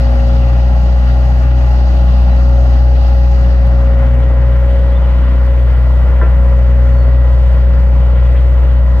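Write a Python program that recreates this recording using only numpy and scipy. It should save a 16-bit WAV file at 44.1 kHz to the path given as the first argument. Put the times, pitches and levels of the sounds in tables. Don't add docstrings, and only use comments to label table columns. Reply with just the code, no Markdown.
import sys
import numpy as np
from scipy import signal
from scipy.fft import rfft, irfft
from scipy.io import wavfile
from scipy.ndimage import uniform_filter1d

SR = 44100
rng = np.random.default_rng(int(sys.argv[2]) if len(sys.argv) > 2 else 0)


def amp(db):
    return 10 ** (np.asarray(db, float) / 20)


def write(x):
    x = np.atleast_2d(x).T
    wavfile.write(sys.argv[1], SR, np.round(np.clip(x, -1, 1) * 32767).astype(np.int16))


N = 396900


def in_time(rows):
    s, *columns = np.transpose(rows)
    return [np.interp(np.arange(N) / SR, s, c) for c in columns]


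def at_hz(rows, hz):
    f, *columns = np.transpose(rows)
    return [np.interp(np.log(hz), np.log(f), c) for c in columns]


def drift(rate_hz):
    pole = np.exp(-80 * np.pi * rate_hz / SR)
    white = rng.standard_normal(N // 40 + 2002)
    slow = signal.lfilter([1], [1, -2 * pole, pole * pole], white)[2000:]
    return np.interp(np.arange(N) / 40, np.arange(len(slow)), slow / slow.std())


def bump(at_s, width_s):
    return np.exp(-((np.arange(N, dtype=np.float32) / SR - at_s) / width_s) ** 2)


def from_db(db):
    return np.exp(np.float32(np.log(10) / 20) * np.asarray(db, np.float32))


def pan(x, left_db):
    return x * from_db(np.array([[.5], [-.5]]) * left_db)


def add_at(out, s, x):
    out[:, round(s * SR):][:, :x.shape[1]] += x


# t/s, firing f/Hz, exhaust hum level/dB
GOVERNOR = [(0, 60.48, -8.5), (.3, 60.55, -8.5), (.75, 60.87, -7.9), (1.5, 61.62, -8.4), (1.8, 61.3, -8.2),
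            (2.2, 61.06, -7.2), (2.75, 61.27, -6.9), (3.4, 60.96, -7.4), (4.15, 60.5, -8.1),
            (4.75, 61.06, -8.4), (5.1, 61.13, -8.1), (5.5, 61.02, -8.3), (5.95, 61.4, -7.8),
            (6.55, 61.0, -7.1), (7.45, 61.25, -7.0), (8.0, 61.1, -7.4), (8.5, 61.29, -7.2),
            (9, 61.13, -8.1)]


def engine_cycle():
    firing_hz, hum_db = in_time(GOVERNOR)
    start_rad = 1.32
    return start_rad + 2 * np.pi * np.cumsum(firing_hz / 4) / SR, hum_db


# t/s, turn/0-1
PORT_TURN = [
    (0, 0.1),
    (3.4, 0.15),
    (3.8, 0.5),
    (4.2, 0.92),
    (4.6, 0.9),
    (9, 0.97),
]


def turn_at(s):
    return np.interp(s, *np.transpose(PORT_TURN))


# f/Hz, left level/dB per Hz, right level/dB per Hz, left lead/rad, likeness/0-1
AWAY_POSE = [(25, -53.5, -55.5, -.2, 0.99), (112, -45.5, -47, -.05, 1.0), (167, -52.5, -54.3, -.05, 1),
             (404, -65, -63.5, 0.1, 0.86), (556, -61.5, -68.5, 0.7, 0.7), (803, -59.5, -57, -0.1, 0.95),
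             (920, -64.5, -65.5, 2.02, 0.8), (1880, -72.5, -78.5, 2.2, 0.6), (2360, -76, -80.5, 5.3, 0.4),
             (3300, -80, -77.5, 7.5, 0.6), (4600, -82.5, -76, 10, 0.7), (7200, -94, -93.5, 12.5, 0.6),
             (8900, -103.2, -116.9, 12, 0), (10500, -96.5, -100.5, 17, 0.17)]
ROLLER_POSE = [(24.5, -58, -57, -.2, 0.95), (113, -46, -48, -.1, 0.99), (174, -55, -56.5, -0.1, 0.97),
               (400, -60.5, -61.5, 0.3, 0.9), (570, -56.5, -57.5, 0.2, 0.92), (790, -66.5, -68.5, 1, 0.98),
               (930, -62, -63, 0.36, 0.88), (1900, -70, -71, 1.0, 0.96), (2310, -73.5, -76, 0.7, 0.7),
               (3320, -77.5, -78, 1.6, 0.65), (4340, -84.5, -84, 2.7, 0.9), (6960, -95, -98.5, 4, 0.4),
               (9400, -103.4, -110.8, 10.5, 0.18), (10600, -100.8, -103.7, 20, 0.1)]


def tone(order, cycle, level_db, turn, start_rad):
    hz = order * cycle[-1] / (2 * np.pi * N / SR)
    l0, r0, lead0, _ = at_hz(AWAY_POSE, hz)
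    l1, r1, lead1, _ = at_hz(ROLLER_POSE, hz)
    lead = (lead0 + turn * (lead1 - lead0)) * np.array([[.5], [-.5]])
    left_db = l0 - r0 + turn * (l1 - r1 - l0 + r0)
    phase = order * cycle % (2 * np.pi) + start_rad + lead
    return pan(np.sqrt(2) * from_db(level_db) * np.cos(phase.astype(np.float32)), left_db)


# t/s, width/s, exhaust octave lift/dB, fan tone lift/dB
ECHO_IN_STEP = [(.1, 0.42, 1.5, 7.5), (.5, .2, 8.5, -1), (1.1, 0.17, 6.5, 4), (1.5, 0.25, 9, 0),
                (2.55, 0.59, 5, 2.5), (4.1, 0.41, 5.5, 9), (4.5, 0.24, 5, -3), (5.3, 0.18, 2.5, 7),
                (5.7, 0.24, 5.5, -0.5), (6.952, 0.58, 7.5, 7), (8.3, .3, 3.5, -1.5)]


def echo_lifts():
    return sum(bump(s, width_s) * np.array([[octave], [fan]]) for s, width_s, octave, fan in ECHO_IN_STEP)


def exhaust(cycle, turn, hum_db, octave_lift_db):
    hum = np.cos(4 * cycle + [[-.1], [.1]])
    out = pan(np.sqrt(2) * amp(hum_db + .1 * drift(4)), 1.65) * hum
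    out += tone(8, cycle, -30 + octave_lift_db + .9 * drift(5), turn, np.pi / 2)
    return out + tone(12, cycle, -34 - 2.5 * turn, turn, -np.pi / 2)


def fan(cycle, turn, lift_db):
    belt_slip = .99618
    t = np.arange(N) / SR
    hidden_db = 2.5 * np.maximum(t - 6.7, 0)
    upper_db = -35 + lift_db - .95 * t - hidden_db
    out = tone(12 * belt_slip, cycle, -36.5 - 2.5 * turn, turn, np.pi / 2 + .14)
    return out + tone(16 * belt_slip, cycle, upper_db + .5 + .4 * drift(4), turn, 0)


# t/s, second harmonic level/dB
PUMP_SECOND = [(0, -28), (.3, -29), (.8, -33.5), (1.5, -34.5), (2.2, -34.5), (2.5, -30), (2.8, -33.5),
               (3.6, -30), (4.0, -26), (4.3, -29.5), (4.8, -28.5), (5.25, -35), (5.5, -29), (5.77, -41.5),
               (6.4, -29.5), (7.0, -29.5), (7.3, -33.5), (9, -34.5)]


def pump(cycle, turn):
    second_db, = in_time(PUMP_SECOND)
    away_db = -42.5 - .4 * (second_db - second_db.max())
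    null_db = -6 * bump(3.7, .3)
    third_db = away_db + turn * (-45.5 - away_db) + null_db
    out = tone(36, cycle, second_db + drift(5.9), turn, .68 * drift(1.6))
    return out + tone(54, cycle, third_db + 1.9 * drift(6), turn, .16 * drift(2.7))


# order/cycle, away level/dB, facing level/dB
WEAK_ORDERS = [(2, -45, -44.5), (2.91, -40.5, -34.5), (6, -48.5, -41), (7, -39.5, -42.5), (9, -41, -40),
               (10.27, -40.5, -37), (15, -44, -48.5), (16.75, -50.5, -48), (17.96, -50.5, -49.5),
               (20.11, -45, -48), (21, -51, -53.5), (22.72, -54, -54), (32, -63.5, -41), (34, -48, -41),
               (38.02, -48.5, -42.5), (40.4, -44, -52.5), (44, -48.5, -47)]
# harmonic, away level/dB, facing level/dB
PUMP_UPPER = [
    (5, -56, -57),
    (6, -55, -60),
    (7, -50.5, -49),
    (9, -66.5, -62),
]


def weak_orders(cycle, turn):
    out = np.zeros((2, N))
    upper = [(18 * k, away_db, facing_db) for k, away_db, facing_db in PUMP_UPPER]
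    for order, away_db, facing_db in list(WEAK_ORDERS) + upper:
        level_db = away_db + turn * (facing_db - away_db) + 1.9 * drift(2.8)
        start_rad = rng.uniform(0, 2 * np.pi) + .45 * drift(1.9)
        out += tone(round(order), cycle, level_db, turn, start_rad)
    return out


CYLINDER_CLATTER = [
    -3.5,
    2,
    -5.5,
    -4,
]


def clatter(cycle, repeat=.41, gate_db=.5):
    turns = cycle / (2 * np.pi)
    pattern = rng.standard_normal(2890)
    looped = pattern[(turns % 1 * len(pattern)).astype(int)]
    strokes = 4 * turns
    stroke = strokes.astype(int)
    strength = amp(np.array(CYLINDER_CLATTER)[stroke % 4] + rng.normal(0, 1.7, 600)[stroke])
    to_next = -strokes % 1
    gate = 1 + (amp(gate_db) - 1) * strength * np.exp(to_next / .56)
    gate = uniform_filter1d(gate, size=90)
    fresh = rng.standard_normal(N) * gate / np.sqrt(np.mean(gate ** 2))
    return np.sqrt(repeat) * looped + np.sqrt(1 - repeat) * fresh, gate


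# f/Hz, width/Hz, away lift/dB, facing lift/dB
BODY_PANELS = [(244, 20, 3, 1), (638, 47, 5, 3.5), (1009, 19, -9, 7.5), (1188, 36, 6.5, 3),
               (1387, 120, 5.5, 3), (1968, 130, 6.5, 5.5), (2515, 33, 7.5, -2.5), (2760, 160, 7.5, 1),
               (2993, 70, 6, 4.5), (3920, 50, 5.5, 2), (4500, 420, 2.5, 4.5), (5360, 130, 3, -2),
               (2070, 48, -2, 0), (82, 38, -2, 2), (220, 18, -1.5, -4.5), (154, 32, 5, 5),
               (304, 22, 3.5, 0), (11400, 4100, 1, -1), (14500, 2200, -6, -2.5)]


def at_ports(shared, own, pose, column):
    hz = np.maximum(np.fft.rfftfreq(N, 1 / SR), 1)
    left_db, right_db, lead, alike = at_hz(pose, hz)
    alike = np.clip(alike, 0, 1)
    lift_db = sum(row[column] / (1 + (2 * (hz - row[0]) / row[1]) ** 2) for row in BODY_PANELS)
    common = np.sqrt(alike) * shared * np.exp(.5j * lead * [[1], [-1]])
    mixed = common + np.sqrt(1 - alike) * own
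    return mixed * amp(np.array([left_db, right_db]) + lift_db) * np.sqrt(SR / 2)


# centre f/Hz, trim/dB, loss/dB per s as the roller draws off, close-range lift/dB
NOISE_RANGES = [
    (130, -1.5, 0.0, 2.5),
    (700, 1.5, 0.38, 0.5),
    (3500, 1.5, 0.35, 2.5),
    (11000, 4, 0.0, -0.5),
]


def range_levels():
    t = np.arange(N) / SR
    _, trim_db, loss, close_db = np.transpose(NOISE_RANGES)[..., None]
    levels_db = trim_db - loss * t + close_db * np.exp(-t / .2)
    levels_db[0] -= 3 * bump(5.2, .98)
    levels_db[3] -= 4.5 * bump(3.65, .3)
    return levels_db


def engine_noise(cycle, turn, own_db=1.34, shared_db=.5):
    shared, gate = clatter(cycle)
    own = rfft(rng.standard_normal((2, N)) * gate ** .5 / np.mean(gate) ** .5)
    shared = rfft(shared)
    poses = np.array([at_ports(shared, own, AWAY_POSE, column=2),
                      at_ports(shared, own, ROLLER_POSE, column=3)], np.complex64)
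    hz, turn = np.fft.rfftfreq(N, 1 / SR), np.clip(turn, 0, 1)
    late = np.interp(np.arange(N) - .3 * SR, np.arange(N), turn)
    swells_db, together = range_levels(), drift(8)
    centres = np.log(np.transpose(NOISE_RANGES)[0])
    below, out = 1 / (1 + (hz / 42) ** 6), 0
    for edge_hz in 90 * 2 ** np.arange(0, 7.6, .5):
        under = 1 / (1 + (hz / edge_hz) ** 12)
        away, facing = irfft(poses * (under - below).astype(np.float32), N)
        below = under
        share = [np.interp(np.log(edge_hz * .84), centres, row) for row in np.eye(4)]
        flicker_db = shared_db * together + own_db * (drift(3) + .8 * drift(30))
        gain = from_db(share @ swells_db + flicker_db)
        turned = (late if edge_hz < 1100 else turn).astype(np.float32)
        out = out + gain * ((1 - turned) ** .7 * away + turned ** .7 * facing)
    return out


# t/s, ring level/dB, rattle level/dB, rattle centre f/Hz, left minus right/dB
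METAL_KNOCKS = [
    (6.211, -22.5, -31, 1300, 1),
    (6.220, -17.5, -14, 450, 1),
    (6.224, -44, -32, 1900, 1),
    (7.99, -35, -36, 490, 5),
    (8.15, -46, -40, 2300, 4),
    (8.25, -46, -39, 2300, 4),
    (8.345, -38, -36, 1800, 4),
    (8.36, -44, -36, 2400, 6),
]
# f/Hz, level/dB, t60/s
SHEET_MODES = [(345, 0, .16), (440, -1, .12), (500, -2, .07), (620, -2, .07), (1019, 5, .19),
               (1211, -5, .12), (1365, 0, .22), (1561, -3, .15), (1764, -2, .18), (1990, -1, .08)]


def knocks():
    out, t = np.zeros((2, N)), np.arange(SR // 4) / SR
    lucks = rng.normal(0, .75, (len(METAL_KNOCKS), len(SHEET_MODES)))
    for (s, ring_db, rattle_db, rattle_hz, left_db), luck in zip(METAL_KNOCKS, lucks):
        ring = 0
        for (hz, mode_db, t60_s), d in zip(SHEET_MODES, luck):
            far_db = 10 * abs(np.log2(hz / rattle_hz))
            ring = ring + amp(mode_db + d - far_db - 60 * t / t60_s) * np.sin(2 * np.pi * hz * t + d)
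        edges_hz = [rattle_hz / 1.45, rattle_hz * 1.45]
        band = signal.butter(4, edges_hz, "band", fs=SR, output="sos")
        rattle = amp(rattle_db + 8 - 60 * t / .25) * signal.sosfilt(band, rng.standard_normal(len(t)))
        attack = np.minimum(t / .0036, 1)
        add_at(out, s, pan((amp(ring_db) * ring + rattle) * attack, left_db))
    return out


# t/s, peak level/dB, left minus right/dB
DRY_TICKS = [
    (3.6692, -41.5, 4),
    (4.9205, -45.5, -5),
    (5.4648, -42, 2.5),
]


def ticks():
    out, t = np.zeros((2, N)), np.arange(SR // 50) / SR
    for s, peak_db, left_db in DRY_TICKS:
        burst = rng.standard_normal(len(t))
        add_at(out, s, pan(amp(peak_db - 2 - 60 * t / .013) * burst, left_db))
    return signal.sosfilt(signal.butter(2, 1500, "high", fs=SR, output="sos"), out)


# t/s, length/s, start f/Hz, glide/Hz, level/dB
FAR_CHIRPS = [
    (2.31, .03, 4000, -50, -53),
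    (2.37, .04, 4500, -50, -54),
    (4.915, .03, 3250, 80, -54),
    (4.945, .04, 3560, -60, -54),
    (5.02, .05, 3150, -250, -54),
    (5.655, .1, 13700, -400, -70),
    (6.92, .18, 4430, -90, -60),
    (8.135, .07, 2200, 100, -51),
]


def chirps():
    out, flutter = np.zeros((2, N)), amp(3.5 * drift(30) - 1.5)
    for s, length_s, start_hz, glide_hz, level_db in FAR_CHIRPS:
        left_db = -4 * (1 - turn_at(s))
        t = np.arange(round(length_s * SR)) / SR
        glide = np.sin(2 * np.pi * (start_hz * t + glide_hz * t ** 2 / (2 * length_s)))
        swell = np.sin(np.pi * (t / length_s) ** .6) ** .39
        add_at(out, s, pan(amp(level_db + 7) * glide * swell, left_db))
    return out * flutter


def scene():
    cycle, hum_db = engine_cycle()
    turn = turn_at(np.arange(N) / SR)
    octave_lift_db, fan_lift_db = echo_lifts()
    tones = exhaust(cycle, turn, hum_db, octave_lift_db) + fan(cycle, turn, fan_lift_db)
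    tones += pump(cycle, turn) + weak_orders(cycle, turn)
    return tones + engine_noise(cycle, turn) + knocks() + ticks() + chirps()


# f/Hz, readiness to drop/spreads of chance
TREBLE_DROPOUTS = [(4500, -3.5), (5300, -1.9), (6000, -1.5), (6800, -1.8), (7600, -2.2), (8300, -0.9),
                   (8800, -0.4), (9600, -0.7), (12000, -0.7), (14000, -0.35), (15300, 0)]


def mute_treble_bands(x):
    hz, s, z = signal.stft(x, SR, nperseg=2048)
    hz = hz[4:1024:8, None]
    near_gap = np.exp(-((hz - 8750) / np.array([[[550]], [[1350]]])) ** 4)
    thickening = np.interp(s, [1.1, 1.7, 3.45, 3.62], [.45, 3, 3, .45])
    ready = at_hz(TREBLE_DROPOUTS, hz)[0] + near_gap * (thickening + [[[0]], [[.9]]])
    ready -= (hz < 7500) * (1 - turn_at(s))
    common, each = rng.standard_normal(ready.shape[1:]), rng.standard_normal(ready.shape)
    chance = uniform_filter1d(common + .5 * each, size=3) * np.sqrt(3 / 1.25)
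    for tick_s, *_ in DRY_TICKS:
        chance[..., abs(s - tick_s) < .015] = 9
    kept = np.where((chance < ready) & (hz > 4500), .003, 1)
    z[:, :1024] *= np.repeat(kept, 8, axis=1)
    return signal.istft(z, SR, nperseg=2048)[1][:, :N]


def band_limit(x):
    return signal.sosfilt(signal.butter(12, 15490, fs=SR, output="sos"), x)


def record(dry):
    mix = np.clip(mute_treble_bands(dry), -.997, .997)
    return band_limit(mix)


dry = scene()
out = record(dry)
write(out)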